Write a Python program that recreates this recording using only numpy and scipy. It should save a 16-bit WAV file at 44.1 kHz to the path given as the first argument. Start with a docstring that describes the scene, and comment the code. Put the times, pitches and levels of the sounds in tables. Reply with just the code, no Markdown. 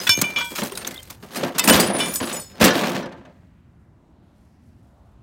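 """Broken glass and a plastic casing tumble over concrete, outdoors, close to a hand-held phone.
A thick slab, a long strip and small shards ring at each bounce, among cracks and crunching grit.
The hollow casing thuds, rattles and booms; its plate and corner clang. Everything comes to rest,
leaving a faint rustle and the distant low rumble of the open air."""
import sys
import numpy as np
from scipy import signal
from scipy.io import wavfile
from scipy.ndimage import uniform_filter1d

SR = 44100
rng = np.random.default_rng(int(sys.argv[2]) if len(sys.argv) > 2 else 0)


def int16_out(signal):
    """Quantize to a 16-bit WAV file."""
    q = np.round(np.clip(np.atleast_2d(signal).T, -1, 1) * 32767)
    wavfile.write(sys.argv[1], SR, q.astype(np.int16))


N = 230588

# modes of the glass pieces and the casing's plate and corner: (frequency [Hz], level [dB], t60 [s])
SLAB_MODES = [(953, -10, 0.6), (1507, -14.5, 0.52), (2364, 1.5, 0.365), (2974, -1.5, 0.2),
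              (3513, -4.5, 0.3), (4070, -24, .14), (4550, -9.5, 0.14), (5347, -4, 0.25),
              (6490, -13.5, 0.45), (7500, -15, 0.2), (8400, -11.5, 0.081), (9200, -15, 0.23),
              (9900, -15, 0.11), (9900, -23.5, 0.23), (10980, -29.5, .13)]
STRIP_MODES = [(3600, -17, .4), (4460, -15, 0.3), (5165, -11, .6), (6013, -10, 0.22), (6940, -8, 0.36),
               (7980, -7.5, .3), (8965, -1.5, 0.17), (9846, -6.5, 0.3), (11170, -9.5, 0.27),
               (11080, -11, .2), (11930, -9, 0.19), (12550, -15, .25), (13190, -8.5, 0.32), (13820, -6, .2),
               (14200, -11, 0.14), (15330, -6, .2)]
SHARD_MODES = [(9470, 0.5, 0.43), (10293, -5, 1)]
SLIVER_MODES = [(2980, -1.5, 0.58), (8980, -2, 0.18), (9100, -7.5, 0.16)]
PLATE_MODES = [(990, -6.5, 0.1), (2030, -13.5, 0.19), (2610, -5.5, .08), (3000, -15.5, 0.2),
               (3613, -6, 0.14), (4370, -17.5, 0.14), (4830, -12.5, 0.18), (5270, -13.5, .18),
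               (7940, -10, 0.14)]
CORNER_MODES = [(1460, 3, 0.22), (1736, 3.5, 0.21), (3150, -10.5, 0.18), (4060, -8, 0.11), (5140, -11, .15),
                (5830, -2.5, 0.059)]
# their bounces: (time [s], level [dB], best excited frequency [Hz], free ringing time [s])
SLAB_BOUNCES = [(0.0933, -3.5, 5400, 0.051), (.151, -22, 2290, 0.054), (0.24, -18.5, 2150, 0.19),
                (.361, -15, 2220, 0.22), (0.408, -17.5, 1210, 0.083), (2.004, -15.5, 3430, 0.2)]
STRIP_BOUNCES = [(1.643, -17.5, 9100, 0.012), (1.799, -15.5, 7800, 0.075), (1.986, -25, 7800, 0.078),
                 (2.057, -27, 7400, 0.1), (2.082, -28, 8000, 0.0099), (2.115, -33, 14800, .03),
                 (2.137, -22, 13500, 0.01), (2.149, -20, 13000, .015), (2.158, -21, 7600, 0.032),
                 (2.255, -30.5, 8500, 0.068), (2.328, -22, 7550, 0.052), (2.366, -27.5, 7050, 0.16),
                 (2.399, -30, 8900, 0.04), (2.40, -28, 5040, .19)]
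SHARD_BOUNCES = [(1.860, -26.5, 9330, 0.068), (1.935, -20.5, 10030, 0.068), (1.968, -24, 9530, 0.018),
                 (1.999, -25.5, 9520, 0.074), (2.095, -28.5, 9630, 0.056), (2.214, -28.5, 10540, .2)]
SLIVER_BOUNCES = [(1.706, -4, 5940, 0.02)]
PLATE_BOUNCES = [(1.593, -7.5, 2487, 0.037), (1.702, -15.5, 995, .03)]
CORNER_BOUNCES = [(2.706, -16.5, 4000, 0.033), (3.03, -36.5, 4000, 0.027)]
# single tinkles, slab tones, clicks and hollow thuds: (time [s], frequency [Hz], level [dB], t60 [s])
SINGLE_NOTES = [(.001, 5030, -26.5, 0.24), (.001, 6160, -29.5, 0.1), (0.069, 1780, -9, 0.016),
                (.070, 3450, -17, 0.14), (.093, 13150, -28, 0.44), (0.069, 2560, -19, 0.12),
                (0.07, 2920, -22, 0.081), (.093, 11580, -28, 0.22), (.147, 6430, -21.5, 0.4),
                (.241, 8700, -36, 0.2), (.363, 3325, -23, 0.5), (.363, 6580, -32, 0.29),
                (0.404, 8000, -39.5, 0.61), (.636, 10870, -21, .032), (0.718, 395, -29, 0.21),
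                (.755, 3800, -33, 0.047), (0.773, 10880, -23.5, 0.042), (.788, 8900, -32, 0.16),
                (.848, 3600, -20, 0.014), (0.874, 12000, -17, 0.02), (0.875, 6350, -12, 0.01),
                (.935, 2064, -39, 0.32), (0.96, 3400, -31, 0.029), (0.978, 3640, -26, 0.03),
                (0.99, 3150, -27, 0.052), (1.431, 566, -10, 0.052), (1.676, 2560, -1, 0.018),
                (1.786, 3370, -22, 0.036), (1.798, 4630, -9, 0.034), (1.730, 13040, -19, .08),
                (1.809, 4870, -23, 0.23), (2.057, 5760, -51, 0.18), (2.1415, 5630, -9.5, 0.0044),
                (2.158, 5360, -5, 0.0052)]
# hits on the concrete:
# (time [s], relative crack level [dB], thud offset [dB], splinter offset [dB], crack t60 [s])
IMPACTS = [(0.0676, -12.5, -15, -4, 0.12), (0.092, -0.5, -45, 2, 0.021), (0.172, -22, 0, 8, 0.026),
           (0.189, -17, -28.5, -6, 0.03), (0.2145, -6, -5, 9.5, 0.039), (0.223, -18, -1, -18, 0.094),
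           (0.359, -19.5, -2.5, -36, 0.23), (0.384, -18, -14, -8, 0.056), (0.4073, -13.5, -35, -32, 0.05),
           (0.426, -20, -26, -19, 0.024), (0.5073, -33, 12, -13, 0.021), (0.552, -22, -19, -1, 0.16),
           (0.579, -17.5, 3, -6, 0.13), (0.6167, -16, 5, -15, 0.042), (0.6336, -26.5, -22, 15, 0.031),
           (0.721, -21.5, -12, 5, 0.016), (0.752, -39, -17, 17, 0.048), (0.7736, -22, -12, 7, 0.05),
           (.816, -26, -7, -24, 0.048), (.848, -20, -7, -11, 0.029), (0.869, -22, -0.5, 6, 0.076),
           (0.9088, -24, -4, -5, 0.07), (0.942, -36.5, 2.5, 9, 0.042), (1.0294, -43.5, -6, 22.5, 0.026),
           (1.1003, -29.5, -4.5, 6, 0.077), (1.225, -35, 11, -6, 0.11), (1.3566, -24.5, 10.5, 7.5, 0.14),
           (1.4329, -13.5, 4.5, -40, 0.054), (1.547, -23.5, 5.5, -17, 0.12), (1.581, -14.5, -20, 6, 0.092),
           (1.5946, -10, -38.5, 11.5, 0.032), (1.639, -16, 4.5, 6, 0.039), (1.6747, -5.5, 8.5, 7, 0.06),
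           (1.685, -5, -10, 2, 0.069), (1.696, 0, 4.5, 6, 0.043), (1.723, -6, 4, -4, 0.27),
           (1.753, -11, -11, 0, 0.03), (1.7983, -17, 0, 13, 0.074), (1.982, -18, 0.5, -20, 0.29),
           (2.06, -37.5, 20, -13, 0.29), (2.141, -31, 9, 6, 0.027), (2.158, -19.5, -25, 18, 0.012),
           (2.202, -17.5, 1.5, -29, 0.053), (2.2263, -18, 4.5, -29, 0.097), (2.272, -20, -2, -9, 0.044),
           (2.309, -21, 6, -24, 0.084), (2.598, -19.5, 11.5, -6, 0.18), (2.61, -4, 10, -7, 0.21),
           (2.64, -4, -13, 1.5, 0.14), (2.664, -7, 7, -8.5, 0.2), (2.761, -19.5, -7, -22, 0.056),
           (2.834, -17.5, 0, -41, 0.17), (2.948, -19.5, 3.5, -14, 0.15), (2.965, -20, -15, -26.5, 0.023),
           (3.035, -40, 20.5, -26, 0.026), (3.058, -24, 1.5, -32, 0.037), (3.121, -36.5, 6, -24.5, 0.055),
           (3.251, -39.5, 11, -36.5, 0.039)]
# sliding rubble: (time [s], level [dB], brightness [dB])
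RUBBLE_SLIDE = [(0.0, -33.5, -0.5), (.1, -44, 2.5), (.345, -41, -2.5), (.52, -49, 9.5), (.6, -39, 7),
                (.685, -39.5, 2), (.71, -46, -2), (.74, -46, -2.5), (.85, -41.5, -2), (1.0, -51.5, 1.5),
                (1.262, -58, 2), (1.359, -34, -2), (1.47, -35, -7.5), (1.54, -46.5, -8), (1.69, -27, 0.5),
                (1.8, -21, -5.5), (1.92, -35.5, -14), (2.04, -33.5, -6.5), (2.15, -39, 0.5),
                (2.197, -48.5, 7), (2.213, -32, -8), (2.26, -35, 0), (2.379, -39.5, -8.5),
                (2.462, -57.5, 0), (2.725, -42, -20), (2.739, -29.5, -6.5), (2.778, -25.5, -7),
                (3.004, -40.5, -13), (3.09, -60, -22.5), (3.5, -78, -11.5)]
# resonances of the hollow casing: (frequency [Hz], bandwidth [Hz], level [dB])
CASING_MODES = [(188, 33, 3), (238, 100, 4), (268.3, 23, -4), (345.2, 15, 4), (419, 150, -5.5),
                (515, 44, 0), (584, 22.6, -5), (679, 16, -4.5), (861, 55, -10), (1109, 43, -20.5),
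                (1555, 37, -8.5), (1745, 17, -20), (2460, 210, -28.5)]
# the casing landing flat: (time [s], level [dB], frequency [Hz])
FLAT_LANDINGS = [(0.618, -20, 200), (2.613, -3, 215), (2.641, -7, 240), (2.944, -15, 240),
                 (3.036, -21, 230)]
# heavy blows through the ground: (time [s], level [dB], final frequency [Hz])
GROUND_KNOCKS = [(0.092, -18, 85.6), (0.1768, -15, 130), (.191, -19, 109), (0.2213, -12, 148),
                 (1.739, -13.5, 72), (2.211, -26, 83), (2.62, -13.5, 65)]
# soft scuffs in the rustle: (time [s], level [dB])
SCUFFS = [(4.22, -68.5), (4.33, -67), (4.6, -67.5), (4.81, -69), (5.04, -71)]
# spectrum of the open air: (frequency [Hz], relative density [dB])
AIR_SPECTRUM = [(15, -50), (25, -20.5), (45, -10.5), (70, -3.5), (157, -12), (185, -8), (384, -24.5),
                (416, -28.5), (734, -26), (1840, -39), (14000, -63.5), (16000, -53.5)]


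def bouncing_piece(modes, bounces, fall_db, spot_db=1.5, tumble_db=2, light_tap=0, damp_s=.003):
    """Each bounce rings the modes near its contact pitch; touching the ground again damps them."""
    out = np.zeros(N)
    hz, db, t60 = np.transpose(modes)[:, :, None]
    for start, hit_db, best_hz, free_s in bounces:
        t = np.arange(int((free_s + .1) * SR)) / SR
        spot, phase, turn, spin = rng.random((4, len(modes), 1))
        db_per_octave = fall_db - light_tap * hit_db
        gain_db = hit_db + db - db_per_octave * abs(np.log2(hz / best_hz)) - 60 * t / t60
        gain_db += spot_db * (2 * spot - 1)  # the spot struck favours some modes
        gain_db += tumble_db * np.sin(2 * np.pi * (turn + (15 + 35 * spin) * t))  # lobes sweep the mic
        ring = (undb(gain_db) * np.sin(2 * np.pi * (hz * t + phase))).sum(axis=0)
        damping = np.exp(-np.clip(t - free_s, 0, None) / damp_s)
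        add(out, start, ring * attack(t, .00024) * damping)
    return out


def single_notes():
    """Single fading notes: glass tinkles, lingering slab tones, sharp clicks, a few low hollow thuds."""
    out, t = np.zeros(N), np.arange(SR // 2) / SR
    for (start, hz, db, t60), (phase, speed) in zip(SINGLE_NOTES, rng.random((len(SINGLE_NOTES), 2))):
        waver_db = 3.5 * np.sin(2 * np.pi * (phase + (20 + 40 * speed) * t))
        add(out, start, note(t, hz, db + waver_db, t60, rise_s=.0004))
    return out


def crumbs(lo_hz, hi_hz, t60, hits_per_s=1200, count=60):
    """Tiny pieces, each struck at random and ringing briefly on its own pitch."""
    out = np.zeros(N)
    pole = np.exp(-np.log(1000) / (t60 * SR))
    for hz in lo_hz * (hi_hz / lo_hz) ** rng.random(count):
        hits = rng.random(N) < hits_per_s / count / SR
        hit_db = -3 * np.log2(hz / lo_hz) + 4.5 * np.minimum(rng.exponential(size=N), 2.5)
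        angle = 2 * np.pi * hz / SR
        feedback = [1, -2 * pole * np.cos(angle), pole ** 2]
        out += signal.lfilter([np.sin(angle)], feedback, hits * undb(hit_db))
    return unit(out)


def impacts(pieces, dust):
    """Close hits on concrete: a tick of first contact, a crack, splintering and a slower casing thud."""
    starts, crack_db, thud_db, splinter_db, t60 = np.transpose(IMPACTS)
    shock = grains(3000, 3, .0006)
    rise_s = .0015 + .017 * t60  # a longer crack also swells more slowly
    crack = hiss(shock, 770, 4160) + undb(-4.5) * pieces
    crack *= fading(starts, crack_db - 5, t60, rise_s)
    splinter = hiss(shock, 4400, 16000) + undb(-2.5) * dust
    splinter *= fading(starts, crack_db + splinter_db - 4.5, .61 * t60, rise_s)
    tick = hiss(1, 1500, 18000) * fading(starts, crack_db + .42 * splinter_db - 14.5, .0069, rise_s / 4)
    thud_envelope = fading(starts, crack_db + thud_db - 8.5, .18 + .465 * t60, rise_s + .0033)
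    thud = casing(grains(1500, .73, .0027) * rng.standard_normal(N) * thud_envelope)
    return tick + crack + splinter + thud


def clacks():
    """Each impact strikes another fragment: eight short notes at pitches of its own."""
    out, t = np.zeros(N), np.arange(SR // 8) / SR
    for start, crack_db, _, splinter_db, _ in IMPACTS:
        pitch, weakness, life = rng.random((3, 8, 1))
        db = crack_db - 11 + min(splinter_db, 3) * pitch - 10 * weakness
        notes = note(t, 1000 * 9 ** pitch, db, t60=.03 * (.91 + life), rise_s=.00039)
        add(out, start, notes.sum(axis=0))
    return out


def rubble(pieces, dust):
    """Dense small contacts rattle the casing, scrape and crunch; grit gains what the casing loses."""
    times, levels, brightness = np.transpose(RUBBLE_SLIDE)
    t = np.arange(N) / SR
    scrape_db = np.interp(t, times, levels) - 60 * np.clip(t - times[-1], 0, None)
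    bright_db = np.interp(t, times, brightness)
    rattle_db, grit_db = scrape_db + .5 - bright_db, scrape_db - 1.5 + bright_db
    contacts = grains(700, 2.5, .003)
    rattle = casing(grains(1400, .7, .004) * rng.standard_normal(N) * undb(rattle_db))
    scrape = (hiss(contacts, 600, 4000) + undb(-10) * pieces) * undb(scrape_db)
    grit = (hiss(contacts, 2400, 17000) + undb(-4) * dust) * undb(grit_db + 2.4 * walk(54))
    return rattle + scrape + grit


def casing(shaking):
    """The hollow plastic rings with what shakes it; white noise keeps its level."""
    def ring(x):
        modes = (undb(db) * signal.lfilter(*signal.iirpeak(hz, hz / width, fs=SR), x)
                 for hz, width, db in CASING_MODES)
        return band(sum(modes), 140, 2600)
    return ring(shaking) / np.linalg.norm(ring(signal.unit_impulse(SR // 4)))


def booms():
    """The air in the casing swings for a few low cycles as it lands flat."""
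    out, t = np.zeros(N), np.arange(SR // 8) / SR
    for start, db, hz in FLAT_LANDINGS:
        add(out, start, note(t, hz, db, t60=.09, rise_s=.003))
    return out


def knocks(sag_s=.002, t60_cycles=7):
    """Heavy blows arrive through the ground: a slow push and rebound, falling in pitch."""
    out, t = np.zeros(N), np.arange(SR // 4) / SR
    warped_t = t + 4 * sag_s * attack(t, sag_s)  # starts at five times the final pitch
    for start, db, hz in GROUND_KNOCKS:
        envelope = undb(db - 60 * t * hz / t60_cycles) * attack(t, .00024)
        add(out, start, envelope * np.sin(2 * np.pi * hz * warped_t))
    return out


def rustle(floor_db=-88, swell_db=2.5):
    """Faint, fine hiss swells at random, with soft scuffs once the glass lies still."""
    starts, db = np.transpose(SCUFFS)
    brushing = hiss(grains(2500, 1.2, .004), 2300, 12000)
    scuffs = fading(starts, db, t60s=.7, rises_s=.06)
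    return brushing * (scuffs + undb(floor_db)) * undb(swell_db * walk(9))


def open_air(level_db=-49.5):
    """Distant outdoor rumble in half-octave bands that each waver on their own."""
    out = np.zeros(N)
    hz_at, db_at = np.transpose(AIR_SPECTRUM)
    for hz in 28 * 2 ** np.arange(0, 9.2, .5):
        db = np.interp(np.log(hz), np.log(hz_at), db_at) + 2.7 * walk(4.3)
        out += undb(db) * band(rng.standard_normal(N), hz * 2 ** -.25, hz * 2 ** .25)
    return unit(out) * undb(level_db)


def grains(per_s, spread_db, tail_s):
    """Loudness of random small contacts of uneven size, each with a short tail."""
    clicks = (rng.random(N) < per_s / SR) * undb(spread_db * rng.exponential(size=N))
    return unit(signal.lfilter([1], [1, -np.exp(-1 / (tail_s * SR))], clicks))


def hiss(contacts, lo_hz, hi_hz):
    """A band of noise played by the given contacts."""
    return unit(band(contacts * rng.standard_normal(N), lo_hz, hi_hz))


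def fading(starts, dbs, t60s, rises_s):
    """Envelope that swells from each start and fades; powers add."""
    power, t = np.zeros(N), np.arange(SR // 2) / SR
    for start, db, t60, rise_s in np.broadcast(starts, dbs, t60s, rises_s):
        add(power, start, (undb(db - 60 * t / t60) * attack(t, rise_s)) ** 2)
    return np.sqrt(power)


def note(t, hz, db, t60, rise_s):
    """A struck, fading sine."""
    return undb(db - 60 * t / t60) * np.sin(2 * np.pi * hz * t) * attack(t, rise_s)


def attack(t, rise_s):
    """Exponential rise from 0 to 1."""
    return 1 - np.exp(-t / rise_s)


def walk(per_s):
    """Gliding random levels with a spread near 1."""
    hold = int(SR / per_s)
    return uniform_filter1d(np.repeat(rng.standard_normal(N // hold + 1), hold), hold)[:N]


def band(x, lo_hz, hi_hz):
    """Band-pass."""
    return signal.sosfilt(signal.butter(2, [lo_hz, hi_hz], "band", fs=SR, output="sos"), x)


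def add(out, start_s, sound):
    """Mix a sound in from start_s on."""
    i = int(start_s * SR)
    out[i:i + len(sound)] += sound[:N - i]


def undb(db):
    """Gain of a dB value."""
    return 10 ** (np.asarray(db) / 20)


def unit(x):
    """Scaled to rms 1."""
    return x / np.sqrt(np.mean(x ** 2))


def scene():
    """Glass and casing close to the microphone, the open air far behind; mono."""
    slab = bouncing_piece(SLAB_MODES, SLAB_BOUNCES, fall_db=6, light_tap=.4)
    strip = bouncing_piece(STRIP_MODES, STRIP_BOUNCES, fall_db=12, spot_db=4, tumble_db=3, damp_s=.02)
    shard = bouncing_piece(SHARD_MODES, SHARD_BOUNCES, fall_db=78, tumble_db=4)
    sliver = bouncing_piece(SLIVER_MODES, SLIVER_BOUNCES, fall_db=5, spot_db=1)
    plate = bouncing_piece(PLATE_MODES, PLATE_BOUNCES, fall_db=5)
    corner = bouncing_piece(CORNER_MODES, CORNER_BOUNCES, fall_db=5)
    pieces, dust = crumbs(1000, 6500, t60=.051), crumbs(4000, 15500, t60=.046)
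    ringing = slab + strip + shard + sliver + plate + corner + single_notes()
    crunch = impacts(pieces, dust) + clacks() + rubble(pieces, dust)
    return (ringing + crunch + booms() + knocks() + rustle() + open_air())[None]


def record(dry):
    """The hand-held phone drops the deepest bass, rounds the loudest peaks and cuts the top."""
    thinned = signal.sosfilt(signal.butter(3, 42, "high", fs=SR, output="sos"), dry)
    rounded = np.tanh(1.095 * thinned) / 1.287
    return signal.sosfilt(signal.ellip(10, .2, 70, 15900, fs=SR, output="sos"), rounded)


dry = scene()
out = record(dry)
int16_out(out)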